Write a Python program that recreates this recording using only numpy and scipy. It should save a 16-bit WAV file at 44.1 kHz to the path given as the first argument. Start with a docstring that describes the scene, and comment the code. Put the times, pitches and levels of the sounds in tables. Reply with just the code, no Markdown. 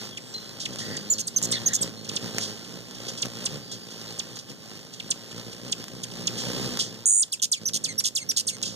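"""Several hummingbirds hover and squabble round a nectar feeder, close to a phone in a quiet garden.
All through, each wing stroke is a soft pressure pulse with a swish of feathers, and birds dart up close.
Whistling voices chip, growl, squeal and buzz among far songbirds, rasps of noise, snaps and one knock.
From about seven seconds a chase begins: a wobbling trill, then falling chirps with more squeals and buzzes.
The phone's two ports spread the treble wide."""
import sys
import numpy as np
from scipy import signal
from scipy.fft import rfft, irfft
from scipy.io import wavfile
from scipy.ndimage import uniform_filter1d

SR = 44100
rng = np.random.default_rng(int(sys.argv[2]) if len(sys.argv) > 2 else 0)


def to_wav(sig):
    """Store sig (one row per channel, or 1-D mono) as 16-bit WAV at the path in sys.argv[1].

    Samples outside -1..1 are clipped; the rate is SR.
    """
    pcm = np.clip(np.atleast_2d(sig), -1, 1) * 32767
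    pcm = np.round(pcm).astype(np.int16)
    wavfile.write(sys.argv[1], SR, pcm.T)  # frames by channels


N = 385875


def undb(db):
    """Decibels to gain."""
    return 10 ** (np.asarray(db) / 20)


def unit(x):
    """Scale to an rms of 1."""
    return x / np.sqrt(np.mean(x ** 2))


def spectrum_at(points, hz):
    """Read (Hz, dB) points on a log-frequency axis."""
    f, db = np.transpose(points)
    return np.interp(np.log(np.maximum(hz, 1)), np.log(f), db)


def colour(x, points):
    """Causal filter with the given spectrum, built from its cepstrum."""
    size = 2 * N
    cepstrum = irfft(np.log(undb(spectrum_at(points, np.fft.rfftfreq(size, 1 / SR)))))
    cepstrum[1:N] *= 2
    cepstrum[N + 1:] = 0
    return irfft(rfft(x, size) * np.exp(rfft(cepstrum)))[..., :N]


def walk(rate, size=N):
    """Smooth random drift with a spread near 1."""
    k = max(int(SR / rate), 1)
    steps = np.repeat(rng.standard_normal(size // k + 2), k)
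    return unit(uniform_filter1d(uniform_filter1d(steps, k), k))[:size]


def clock(length):
    """Sample times of a short sound."""
    return np.arange(int(length * SR)) / SR


def fade(t, rise, fall):
    """Smooth opening and closing of a short sound."""
    return np.sin(np.pi / 2 * np.clip(np.minimum(t / rise, (t[-1] - t) / fall), 0, 1)) ** 2


def add(track, start, sound):
    """Mix a short sound into a track."""
    i = max(int(start * SR), 0)
    track[i:i + len(sound)] += sound[:N - i]


def play(table, source):
    """One sound for each row of a table, at the row's time."""
    track = np.zeros(N)
    for start, *row in table:
        add(track, start, source(*row))
    return track


def place(x, pan_db):
    """Share a sound between left and right."""
    return x * undb(pan_db * np.array([[.5], [-.5]]))


def wings(beat_hz, upstroke, jitter, scatter_db, swish_width):
    """One bird: a pressure pulse on each down- and upstroke, and a swish that follows the strokes."""
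    turns = rng.random() + np.cumsum(beat_hz * (1 + jitter * walk(30))) / SR
    # steering shifts the timing (in wingbeats) and the force of the upstroke
    lag = .47 + .03 * walk(14)
    steer = undb(2.5 * walk(9))
    pulses, gate = np.zeros(N), np.zeros(N)
    for offset, strength in ((0, 1), (lag, upstroke * steer)):
        phase = (turns - offset) % 1 - .5
        force = strength * undb(scatter_db * walk(40))
        pulses -= force * np.exp(-(phase / 0.01) ** 2)
        gate += force * np.exp(-(phase / swish_width) ** 2)
    swish = unit(gate + 0.67) * rng.standard_normal(N)
    return unit(pulses - pulses.mean()), swish


def darting():
    """Each dart is a straight pass, loudest where it is closest; the loudest mostly sets beat and side."""
    # A bird darts up close and away again.
    # Each row: time when closest in seconds, half-width in seconds, relative hum level in dB,
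    # relative feather swish level in dB, wingbeat when closest in Hz, left minus right in dB.
    dart_rows = [ (.03, 0.069, -42, -39.5, 52.9, 6), (.71, 0.042, -38.5, -50.5, 63.06, 0),
                 (.89, 0.13, -39, -46, 53.8, 2), (1.481, 0.1, -36.5, -42.5, 58.2, -4),
                 (1.67, 0.057, -41, -50, 53.3, 5), (1.85, 0.054, -37.5, -41, 58.44, 1),
                 (2.14, 0.047, -40, -41, 50.04, -2), (2.257, 0.052, -35, -40, 58.33, 1),
                 (2.38, 0.047, -39, -43, 60.26, 0), (2.75, 0.087, -46, -52, 57.84, -5),
                 (3.07, 0.13, -41, -42.5, 59.7, 3), (3.255, .02, -33, -41, 65.46, 2),
                 (3.431, 0.063, -42, -43.5, 62.1, 3), (3.549, 0.055, -36.5, -45.5, 73.2, -1),
                 (3.73, 0.044, -44, -51, 63.1, -2), (4.33, 0.076, -46, -50, 62.5, 2),
                 (4.51, 0.037, -44, -47, 67.4, 6), (5.07, 0.066, -45, -50.5, 53.26, 3),
                 (5.39, 0.032, -44.5, -45.5, 57.57, 0), (5.48, 0.032, -41.5, -50, 58, 0),
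                 (5.679, 0.038, -38.5, -44.5, 61.2, 1), (5.81, 0.042, -43, -45, 54.97, -1),
                 (5.958, 0.041, -40, -51, 65.54, 0), (6.19, 0.064, -39, -47, 58.97, 1),
                 (6.36, 0.05, -39.5, -53, 58.7, 1), (6.49, 0.053, -37.5, -45, 58, -4),
                 (6.58, 0.02003, -32, -41.5, 67, -3), (6.655, .05, -33, -45, 62.67, 3),
                 (6.735, 0.049, -35.5, -41.5, 61.95, 3), (6.9, 0.1, -43, -61, 55.8, 3),
                 (7.46, 0.075, -53, -71, 56.63, 7), (7.63, 0.034, -43, -49, 54.9, -2),
                 (7.74, 0.063, -45, -64, 55.46, -7), (7.931, 0.057, -44, -53.5, 54.36, -5),
                 (8.29, 0.063, -51, -56, 48.07, -8), (8.66, 0.095, -44, -50.5, 61.8, 0)]
    s, width, hum_db, swish_db, beat_hz, pan_db = np.transpose(dart_rows)
    sag = .035  # beats faster on the way in than on the way out, by up to this share each way
    falloff = 2.6  # the wing sound weakens as this power of the distance
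    t = np.linspace(0, N / SR, 4000)
    along = (t[:, None] - s) / width
    distance = np.hypot(1, along)
    beat_hz = beat_hz * (1 - sag * along / distance)
    hum, swish = (undb(db) * distance ** -falloff for db in (hum_db, swish_db))
    share = hum ** 4 / np.sum(hum ** 4, axis=1, keepdims=True)
    hum_level, swish_level = np.linalg.norm(hum, axis=1), np.linalg.norm(swish, axis=1)
    controls = hum_level, swish_level, np.sum(share * beat_hz, axis=1), share @ pan_db
    return [np.interp(np.arange(N) / SR, t, control) for control in controls]


def hovering():
    """Birds further back: hum level, swish level and side glide from row to row."""
    # Each row: time in seconds, relative hum level in dB, relative feather swish level in dB,
    # left minus right of the hum in dB.
    hover_rows = [(0, -46.5, -52, -1), (.33, -50.5, -47, 14), (.6, -47, -44, 8), (1.2, -48, -50, -1),
                  (1.6, -41.5, -39.5, 10), (2, -45, -47, -8), (2.45, -46, -45.5, -1),
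                  (2.85, -47.5, -47.5, -9), (3.35, -45, -45, -1), (4.05, -50, -48.5, -1),
                  (4.75, -48.5, -45.5, 0), (5.25, -51, -50, 2.5), (6, -46, -46.5, 3), (6.65, -36.5, -36, 2),
                  (7.18, -62, -58, 1), (7.85, -51, -54, -7), (8.12, -58.5, -58.5, -14.5),
                  (8.75, -48.5, -50, -14)]
    s, *columns = np.transpose(hover_rows)
    hum_db, swish_db, pan_db = (np.interp(np.arange(N) / SR, s, column) for column in columns)
    return undb(hum_db), undb(swish_db), pan_db


def off_axis(hum):
    """Low hum is added with opposite signs to the two sides, which widens it."""
    side = signal.sosfilt(signal.butter(1, 90, fs=SR, output="sos"), hum)
    return (undb(2.5) * side - 0.082 * hum) * np.array([[1], [-1]])


def downwash(lead, crowd):
    """Air stirred by the wings buffets each port on its own, mostly in the bass."""
    near_db, crowd_db = -10, -3  # stirred air, relative to the hum controls
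    air_colour = [(25, -33), (42, -32), (60, -16), (82, -17.5), (112, -2.5), (230, -1.5),
                  (400, -10), (800, -21.0), (3000, -62)]  # (Hz, dB)
    eddies = colour(rng.standard_normal((2, N)), air_colour)
    return unit(eddies) * np.hypot(undb(near_db) * lead, undb(crowd_db) * crowd)


def flock():
    """One near wing darts about and two beat behind it at changing rates; gives stereo hum, mono swish."""
    # The sound of one wing stroke. Each row: frequency in Hz, level in dB.
    stroke_colour = [(30, -60), (50, -25), (62, -8.5), (82, -5.5), (108, 0), (170, 6), (235, 3),
                     (330, -3.5), (530, -0.5), (700, -19), (1200, -17.5), (3000, -39.5)]
    # Air through the feathers. Each row: frequency in Hz, level in dB.
    feather_colour = [(100, -15.5), (400, 6.5), (900, -0.5), (1800, -1), (3200, 2.5), (4000, 4), (5200, 3),
                      (7000, -2.5), (8500, -8), (10000, -16.5), (14500, -11.5), (16000, -40)]
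    lead, lead_swish, lead_hz, lead_pan_db = darting()
    crowd, crowd_swish, crowd_pan_db = hovering()

    near, swish = wings(lead_hz, upstroke=.28, jitter=.014, scatter_db=2, swish_width=.11)
    near = lead * unit(colour(near, stroke_colour))
    swish = lead_swish * swish

    behind = 0
    for beat_hz in (54, 61):
        changing_hz = beat_hz * (1 + .04 * walk(3))
        pulses, air = wings(changing_hz, upstroke=.38, jitter=.014, scatter_db=2, swish_width=.13)
        share = undb(4.0 * walk(3.903))  # each bird's level wavers
        behind = behind + share * pulses
        swish = swish + crowd_swish * unit(share) * air / np.sqrt(2)
    behind = crowd * unit(colour(behind, stroke_colour))

    hum = place(near, lead_pan_db) + place(behind, crowd_pan_db) + off_axis(near + behind)
    swish = unit(colour(swish, feather_colour)) * np.std(swish) * undb(3.5)
    return undb(-0.56) * hum + downwash(lead, crowd), swish


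def garden_air():
    """Quiet background noise, shaped by a spectrum, with a slowly drifting level."""
    # Each row: frequency in Hz, level in dB.
    garden_colour = [(20, -12), (70, 14), (130, 21), (500, 16), (900, 1.5), (2000, 9.5), (3500, -8),
                     (6000, -48.5), (10000, 6.5), (16000, 9)]
    return unit(colour(rng.standard_normal(N), garden_colour)) * undb(-60.0 + walk(1.83))


def syrinx(hz, overtone_db, rough):
    """A whistle with overtones shaped by the throat; roughness shakes pitch and strength and adds hiss."""
    # How strongly throat and bill pass each partial. Each row: frequency in Hz, level in dB.
    throat = [(1800, -4), (2600, -3), (3400, -0.5), (5000, -1), (6500, 1.5), (9200, -4), (10200, -17),
              (11500, -10.5), (13000, -19.5), (16000, -30)]
    hiss_db = -7  # turbulent air in a fully rough voice
    hz = hz * (1 + 0.153 * rough * walk(2500, size=len(hz)))
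    phase = 2 * np.pi * np.cumsum(hz) / SR
    tone = 0
    for k in range(1, 5):
        strength = undb(spectrum_at(throat, k * hz) + overtone_db * np.log2(k))
        tone = tone + strength * (k * hz < SR / 2) * np.sin(k * phase)
    band = signal.butter(2, [3500, 9000], "bandpass", fs=SR, output="sos")
    hiss = signal.sosfilt(band, rng.standard_normal(len(hz)))
    shake = undb(1.1 * rough * walk(900, size=len(hz)))
    return tone * shake + undb(hiss_db) * rough * unit(hiss)


def songbird(length, start_hz, end_hz, arch_hz, db, warble_hz):
    """A soft, curved glide of wavering strength; the deeper the warble, the hoarser it sounds."""
    t = clock(length)
    u = t / length
    warble = .5 * walk(160, size=len(t)) + 1.3 * walk(1100, size=len(t))
    hz = start_hz + (end_hz - start_hz) * u + arch_hz * np.sin(np.pi * u) + warble_hz * warble
    waver_db = 3.5 * walk(70, size=len(t)) - 1.5
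    return undb(db + waver_db) * fade(t, 0.0088, 0.01) * np.sin(2 * np.pi * np.cumsum(hz) / SR)


def far_birds():
    """Far birds sing short gliding notes."""
    # Each row: start in seconds, length in seconds, start pitch in Hz, end pitch in Hz,
    # arch of the pitch in Hz, relative level in dB, warble depth (relative, in Hz).
    songbird_rows = [ (.09, 0.075, 3600, 3140, 0, -50, 70), (.19, .16, 7650, 7360, 200, -54, 120),
                     (.337, 0.061, 4120, 4105, 20, -37, 25), (.39, 0.13, 4150, 4090, 0, -52, 25),
                     (.84, .22, 4635, 4710, 61, -49, 35), (1.06, 0.224, 4360, 4334, -50.5, -50, 55),
                     (1.46, .17, 4190, 4190, 0, -47.5, 35), (1.68, .15, 4163, 3270, 0, -49, 99),
                     (1.96, .13, 4230, 4350, 0, -52.5, 50), (3.61, .24, 4650, 4650, 111, -54, 80),
                     (3.69, 0.052, 3420, 3220, -70, -52, 15.3), (3.86, .04, 3630, 3570, 7, -56, 15),
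                     (3.995, 0.036, 4120, 4020, 0, -59, 15), (4.06, .06, 4000, 4080, 170, -52, 15),
                     (4.113, 0.056, 3940, 3300, -90, -51, 20)]
    return play(songbird_rows, songbird)


def chip(lead, lead_db, knee_hz, glide, db, overtone_db):
    """Any thin high lead-in sags to a knee; the note dives within milliseconds and stops short."""
    peak_glides, spread_glides, tail_db = 0.92, 1, -19  # pressure peak of the dive, and what stays under it
    t = clock(lead + 2.5 * glide)
    u = np.maximum(t - lead, 0) / glide
    dive_hz = (knee_hz - 1800) * np.exp(-(u / 1.06) ** 1.2)
    hz = 1800 + dive_hz + 1500 * np.tanh(np.maximum(lead - t, 0) / .004)
    dive = np.exp(-(((t - lead) / glide - peak_glides) / spread_glides) ** 2)
    pressure = dive + undb(lead_db) * np.exp(-(2 * u) ** 2) + undb(tail_db)
    return undb(db) * pressure * fade(t, .0015, .002) * syrinx(hz, overtone_db, rough=.05 + .09 * u)


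def faint_chips():
    """The birds further back tick softly at random moments, following the level of their swish."""
    chips_per_s, level_db, spread_db = 3, 6, 2  # the levels are relative to the crowd's swish control
    _, swish, _ = hovering()
    when, pitch, force = rng.random((int(chips_per_s * N / SR), 3)).T
    rows = np.transpose([when * N / SR, 5000 + 2500 * pitch, level_db + spread_db * (2 * force - 1)])
    return swish * play(rows, lambda knee_hz, db: chip(0, 0, knee_hz, glide=.005, db=db, overtone_db=-6))


def near_chips():
    """Dry single chips: quick dives of the voice."""
    # Each row: start in seconds, lead-in in seconds, lead-in level in dB relative to the dive,
    # knee pitch in Hz, glide time in seconds, relative level in dB, overtone level in dB per octave.
    chip_rows = [ (.171, 0, -30, 3900, 0.0066, -28, -8), (.653, 0, -30, 4900, 0.0058, -22, -9),
                 (.965, 0.0031, -3, 7520, .0056, -28.5, -8), (1.181, 0, -30, 7500, 0.0053, -26, -4),
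                 (2.044, 0.00057, -30, 7380, 0.0074, -36.5, -6),
                 (2.089, 0.00066, -30, 7530, .0055, -24.5, -8), (2.155, .0075, -19, 7480, 0.006, -20, -13),
                 (3.218, .0035, -21, 7400, .0068, -19, -10), (3.452, 0.0057, -5, 7604, 0.0066, -21, -6.5),
                 (4.186, 0.0064, -22, 7400, 0.007, -22.5, -11), (4.998, 0, -30, 4780, .005, -25.5, -14),
                 (5.103, .006, 0, 7470, .0066, -20, -6), (5.310, 0, -30, 4980, .0075, -36.5, -7),
                 (5.527, 0, -30, 6010, 0.0057, -38, -3), (5.715, .0075, -18, 7304, 0.0049, -18, -8),
                 (6.031, 0.0022, -30, 6913, 0.0057, -27.5, -0.5),
                 (6.270, 0.00075, -6, 7387, .0062, -18, -9)]
    return play(chip_rows, chip)


def rasp(rise, decay, db):
    """A burst of fluttering hiss."""
    t = clock(rise + 4 * decay)
    shape = np.minimum(t / rise, 1) * np.exp(-np.maximum(t - rise, 0) / decay)
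    flutter_db = 1.5 * walk(700, size=len(t))
    return undb(db + 1.5 + flutter_db) * shape * rng.standard_normal(len(t))


def dry_rasps():
    """Dry rasps of scuffling birds: noise bursts with a shared colour."""
    # Each row: start in seconds, rise in seconds, decay in seconds, relative level in dB.
    rasp_rows = [ (.595, 0.0096, 0.036, -36), (.783, 0.0051, 0.045, -36), (1.524, 0.0022, 0.019, -29.5),
                 (2.388, 0.039, 0.04, -33.5), (3.080, 0.0054, 0.013, -33), (3.170, 0.0083, 0.028, -39),
                 (3.712, 0.0052, 0.024, -36), (3.905, 0.0037, 0.017, -43), (4.355, 0.0029, 0.014, -41.5),
                 (4.388, 0.0025, 0.01, -37), (4.928, 0.0093, .018, -44), (6.373, 0.005, 0.061, -35.5),
                 (6.790, 0.0076, 0.03, -25), (8.635, 0.025, 0.043, -35)]
    # Each row: frequency in Hz, level in dB.
    rasp_colour = [(500, -40), (2000, -19), (3200, 9.5), (6200, 10.5), (8500, -0.5), (11000, -11),
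                   (16000, -23)]
    return colour(play(rasp_rows, rasp), rasp_colour)


def snap(db):
    """A very short crack: a noise click whose spectrum is evened out."""
    t = clock(.008)
    burst = rfft(np.exp(-t / .0004) * rng.standard_normal(len(t)))
    return undb(db) * irfft(burst / np.abs(burst)) * np.exp(-(t / .003) ** 2)


def sharp_snaps():
    """Sharp snaps of wings and bills: cracks with a shared colour."""
    # Each row: start in seconds, relative strength in dB.
    snap_rows = [(.759, -16.5), (1.417, -16), (2.384, -4), (2.911, -21.5), (3.226, -19), (3.257, -14),
                 (3.372, -24), (4.370, -18.5), (5.841, -17.5), (5.883, -19), (6.773, -9), (6.791, -14),
                 (6.799, -24), (8.568, -21.5), (8.584, -25), (8.617, -20.5)]
    # Each row: frequency in Hz, level in dB.
    snap_colour = [(60, -26), (300, -2), (900, 9.5), (2000, 10), (6000, 12), (10000, -1.5), (16000, -2)]
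    return colour(play(snap_rows, snap), snap_colour)


def growl(length, start_hz, end_hz, db, overtone_db, swell_db):
    """The lowest register of the voice: a hoarse, fluttering, sinking tone and its octave."""
    t = clock(length)
    shake = .035 * walk(260, size=len(t)) + .075 * walk(1300, size=len(t))
    hz = np.linspace(start_hz, end_hz, len(t)) * (1 + shake)
    phase = 2 * np.pi * np.cumsum(hz) / SR
    force = undb(db + swell_db * t / length + 3 * walk(300, size=len(t))) * fade(t, .005, .008)
    return force * (np.sin(phase) + undb(overtone_db) * np.sin(2 * phase))


def low_growls():
    """Low hoarse growls: two shaken tones an octave apart."""
    # Each row: start in seconds, length in seconds, start pitch in Hz, end pitch in Hz,
    # relative level in dB, overtone level in dB, swell from start to end in dB.
    growl_rows = [(.80, .18, 1930, 1880, -42.5, -12, 3.5), (1.528, .062, 2160, 1753, -35, 9, -7),
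                  (1.675, .068, 1940, 1873, -42, -6, 3)]
    return play(growl_rows, growl)


def squeal(hold, start_hz, top_hz, collapse, release, db, overtone_db, rough):
    """A held, curved note that bends over and collapses in pitch as the pressure goes."""
    t = clock(hold + .017)
    arch = top_hz + (start_hz - top_hz) * (2 * np.minimum(t / (hold + .006), 1) - 1) ** 2
    drop = np.maximum(t - hold, 0)
    hz = arch * np.exp(-(drop / collapse) ** 2)
    hoarse = rough + .35 * np.minimum(drop / .013, 1) ** 2
    return undb(db) * fade(t, 0.0049, 0.0046) * np.exp(-drop / release) * syrinx(hz, overtone_db, hoarse)


def curved_squeals():
    """Curved squeals that end in a drop of pitch and pressure."""
    # Each row: start in seconds, hold in seconds, start pitch in Hz, mid-arch pitch in Hz,
    # collapse time in seconds, release in seconds, relative level in dB,
    # overtone level in dB per octave, starting roughness from 0 to 1.
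    squeal_rows = [ (1.099, 0.027, 6900, 7090, .026, 0.011, -16, 1.5, 0.04),
                   (1.268, .002, 8450, 8450, .0155, 0.029, -22, 2, .06),
                   (1.360, .014, 6500, 6206, .016, 0.0058, -16, 3, 0.1),
                   (1.511, 0.0021, 8450, 8450, 0.014, .05, -18.5, -1, 0.14),
                   (1.658, .02, 5750, 6620, 0.014, 0.0052, -16.5, 2, 0.06),
                   (1.810, 0.01, 7950, 8060, 0.017, 0.028, -18.5, 2.5, 0.17),
                   (7.653, .030, 5200, 6170, .012, 0.007, -21, -1.5, .09),
                   (7.978, .018, 5400, 5707, .012, 0.0085, -19.5, 1.5, .15),
                   (8.288, 0.018, 5500, 5810, .013, 0.0099, -19.5, -1.5, .16)]
    return play(squeal_rows, squeal)


def sweep(top_hz, bottom_hz, rough, length, fall_s):
    """One stroke of a buzz: it starts hard on a high note and dives, losing pressure as it falls."""
    t = clock(length)
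    hz = top_hz * (bottom_hz / top_hz) ** ((t / fall_s) ** 1.4)
    pressure = (hz / top_hz) ** .95 * fade(t, .0008, .002)
    return pressure * syrinx(hz, overtone_db=1.0, rough=rough + 0.23 * t / fall_s)


def buzz(length, top_hz, bottom_hz, db, rough):
    """About 110 downsweeps a second, sinking and growing hoarser; clean runs weaken fast, rough ones hold."""
    period, gap, fall_s = .009, .001, .0068  # seconds; the bottom pitch is reached after fall_s
    # from one sweep to the next, for a clean voice: share of pitch lost and level; then roughness gained
    sag, fade_db, hoarser = 0.0383, -3, 0.064
    run = np.zeros(N)
    # small random shifts of time, pitch and force
    for k, (late, pitch, force) in enumerate(rng.standard_normal((round(length / period), 3))):
        sweep_db = db + k * fade_db * (1 - 1.5 * rough) + force
        sweep_hz = top_hz * (1 - k * sag * (1 - rough) + .02 * pitch)
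        stroke = sweep(sweep_hz, bottom_hz, rough + k * hoarser, period - gap, fall_s)
        add(run, (k + .04 * late) * period, undb(sweep_db) * stroke)
    return run


def quick_buzzes():
    """Buzzes: runs of quick downsweeps of the voice."""
    # Each row: start in seconds, length in seconds, first sweep top in Hz, sweep bottom in Hz,
    # relative level of the first sweep in dB, starting roughness from 0 to 1.
    buzz_rows = [ (1.193, .027, 7460, 5800, -23.5, 0.52), (1.425, 0.037, 7280, 6130, -19, 0.45),
                 (1.733, 0.032, 7500, 6300, -17.5, 0.39), (7.4235, 0.038, 7670, 2715, -11.5, 0),
                 (7.7415, .04, 7110, 2670, -17.5, .25), (8.0545, .036, 6910, 2626, -16, 0.17),
                 (8.3695, 0.041, 7360, 2630, -13.5, 0.17)]
    return play(buzz_rows, buzz)


def knock(hz, decay, db):
    """A hollow pop that dies within a cycle or two and has little bass."""
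    t = clock(8 * decay)
    ring = np.exp(-t / decay) * np.sin(2 * np.pi * hz * t)
    # the slope of the ring holds less bass than the ring itself
    return undb(db) * np.diff(ring, prepend=0) * SR / (2 * np.pi * hz)


def hollow_knock():
    """A hollow knock in a scuffle: a tone that dies almost at once."""
    # Each row: start in seconds, pitch in Hz, decay in seconds, relative level in dB.
    knock_rows = [(2.3837, 1050, .00036, -9.5)]
    return play(knock_rows, knock)


def trill(length, centre_hz, swing_hz, rate_hz, db):
    """A nearly pure whistle wobbles fast and wide, strongest at each turn; it narrows, then slides down."""
    throb, start_accent = 0.33, 0.25  # extra pressure at the turns of the wobble and at the start, as shares
    t = clock(length + .024)
    wobble = -np.cos(2 * np.pi * rate_hz * (np.minimum(t, length - .003) - .0008))
    drop = np.maximum(t - length, 0)
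    swing = swing_hz * (1.08 - .2 * t / length) * (wobble - .26 * wobble ** 2)
    hz = (centre_hz + swing + 40 * walk(120, size=len(t))) * np.exp(-(drop / .021) ** 1.2)
    accent = 1 + start_accent * np.exp(-t / .03)
    turns = (1 + throb * (wobble ** 2 - .5)) * (1 + .12 * wobble)
    pressure = accent * np.exp(-t / 1.2 - drop / 0.017) * turns
    voice = syrinx(hz, overtone_db=-6, rough=.012 + 12 * drop)
    return undb(db + .5) * pressure * fade(t, .001, .004) * voice


def chase_trill():
    """The chase trill: a fast, wide wobble of the voice."""
    # Each row: start in seconds, length in seconds, centre pitch in Hz, relative pitch swing in Hz,
    # wobbles per second, relative level in dB.
    trill_rows = [(7.057, .160, 8420, 1350, 99.6, -14.5)]
    return play(trill_rows, trill)


def chirp(start_hz, glide, length, db, overtone_db, rough, peak, tail_db):
    """The pitch drops fast, then sinks slowly with a hoarser voice; long chirps trail off thin and reedy."""
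    spread_glides = 1.32  # how broadly the air pressure peaks
    flutter_db = 3.5  # how much the tail breaks up
    # the voice catches as the chirp slips into its low register: how deeply and when
    break_db, break_glides = 7, 3.3
    t = clock(length)
    u = t / glide
    hz = 1880 + (start_hz - 1880) * (.85 * np.exp(-1.15 * u) + .15 * np.exp(-u / 3.5))
    tail = undb(tail_db + flutter_db * walk(259, size=len(t)))
    pressure = np.exp(-((u - peak) / spread_glides) ** 2) + tail
    hoarse = rough * np.interp(u, [0, 1.6, 3, 4.5], [.4, 1, 1.2, .6])
    hz = hz * (1 + .06 * hoarse * walk(700, size=len(t)))
    pressure = pressure * undb(-break_db * np.exp(-((u - break_glides) / .6) ** 2))
    return undb(db) * pressure * fade(t, 0.0018, 0.0019) * syrinx(hz, overtone_db, hoarse)


def falling_chirps():
    """Falling chirps of the chase: the voice drops fast, then sinks."""
    # Each row: start in seconds, start pitch in Hz, glide time in seconds, length in seconds,
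    # relative level in dB, overtone level in dB per octave, relative roughness from 0 to 1,
    # time of the pressure peak in glide times, tail level in dB.
    chirp_rows = [ (7.320, 5920, .011, .043, -27.5, 2.5, 0.08, 0.76, -16),
                  (7.396, 4165, 0.0064, 0.0056, -33, -12, 0.49, .8, -15),
                  (7.418, 4600, .002, .0048, -32, 4.5, 0.3, .8, -15),
                  (7.515, 9850, 0.014, 0.071, -17, -3.5, 0.26, 0.48, -21.5),
                  (7.733, 7250, 0.0039, 0.0063, -24, -2, 0.34, .8, -15),
                  (7.838, 9270, .011, 0.09, -22.5, -3, 0.35, 0.81, -14.5),
                  (8.038, 9500, 0.007, 0.019, -22.5, -7, .5, 1.3, -14),
                  (8.150, 9300, .0135, .083, -22, -1, 0.3, 0.96, -16),
                  (8.363, 6485, 0.0043, 0.0063, -22, -7, 0.49, 0.82, -15),
                  (8.468, 9780, .014, 0.088, -23, 1, 0.51, 0.83, -19),
                  (8.626, 8010, .0057, .019, -22.5, -4, .4, 0.78, -15)]
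    return play(chirp_rows, chirp)


def scatter(x, t60):
    """Diffuse reflections from leaves and walls, different at each port; they fall 60 dB in t60 seconds."""
    t = clock(.5)
    tail = rng.standard_normal((2, len(t))) * undb(-60 * t / t60) * (t > .003)
    tail /= np.sqrt(np.sum(tail ** 2, axis=1, keepdims=True))
    return signal.fftconvolve(x[None], tail, axes=1)[:, :N]


def scene():
    """Wings, calls and scuffles near the feeder, with the garden behind."""
    hum, swish = flock()
    air = garden_air()
    far = far_birds()
    rasps = dry_rasps()
    voices = faint_chips() + low_growls() + curved_squeals() + falling_chirps()
    closest = near_chips() + sharp_snaps() + quick_buzzes() + hollow_knock() + chase_trill()
    near = voices + rasps + closest

    # the closest sounds have weaker reflections
    echoing = voices + rasps + undb(-3) * closest
    early = scatter(undb(-9.5) * echoing + undb(-23.5) * swish, t60=.035)
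    late = undb(-15) * scatter(echoing, t60=.17) + undb(-4) * scatter(far, t60=.25)
    return hum + place(near + swish + early, pan_db=-2) + undb(6.0) * far + air + late


def record(dry):
    """The port pair colours the sound and shifts phase and balance with frequency; the top is cut."""
    # Phase by which the right port leads the left. Each row: frequency in Hz, lead in half turns.
    port_phase = [(0, 0), (1550, 0), (2250, .9), (2580, 1.04), (2750, 1.18), (3600, 2), (5000, 3),
                  (6300, 4), (7650, 5), (8700, 6), (9400, 6), (10100, 5), (11200, 4), (13500, 2),
                  (16000, 1)]
    # Left minus right. Each row: frequency in Hz, difference in dB.
    port_balance = [(100, -4), (1300, 2.2), (2450, 2.3), (3700, 1.2), (5000, -1), (6000, -2.2),
                    (7000, -2.5), (7800, -.5), (9300, .3), (10100, 2), (11200, 3.5), (15000, 1.5)]
    # Colour of the microphone. 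Each row: frequency in Hz, level in dB.
    microphone = [(100, 0), (1700, -0.5), (2600, -0.5), (3300, 0.5), (3950, -3), (4900, 3), (6000, -1),
                  (7300, 1), (9200, 0), (10500, 2), (16000, -5)]
    top_hz = 15600
    hz = np.fft.rfftfreq(2 * N, 1 / SR)
    lead = np.pi * np.interp(hz, *np.transpose(port_phase))
    half = np.array([[.5], [-.5]])  # each port takes half of the difference
    level_db = spectrum_at(microphone, hz) + half * spectrum_at(port_balance, hz)
    ports = undb(level_db) * np.exp(-1j * half * lead)
    wide = irfft(rfft(dry, 2 * N) * ports)[:, :N]
    return signal.sosfilt(signal.ellip(8, .2, 70, top_hz, fs=SR, output="sos"), wide)


dry = scene()
out = record(dry)
to_wav(out)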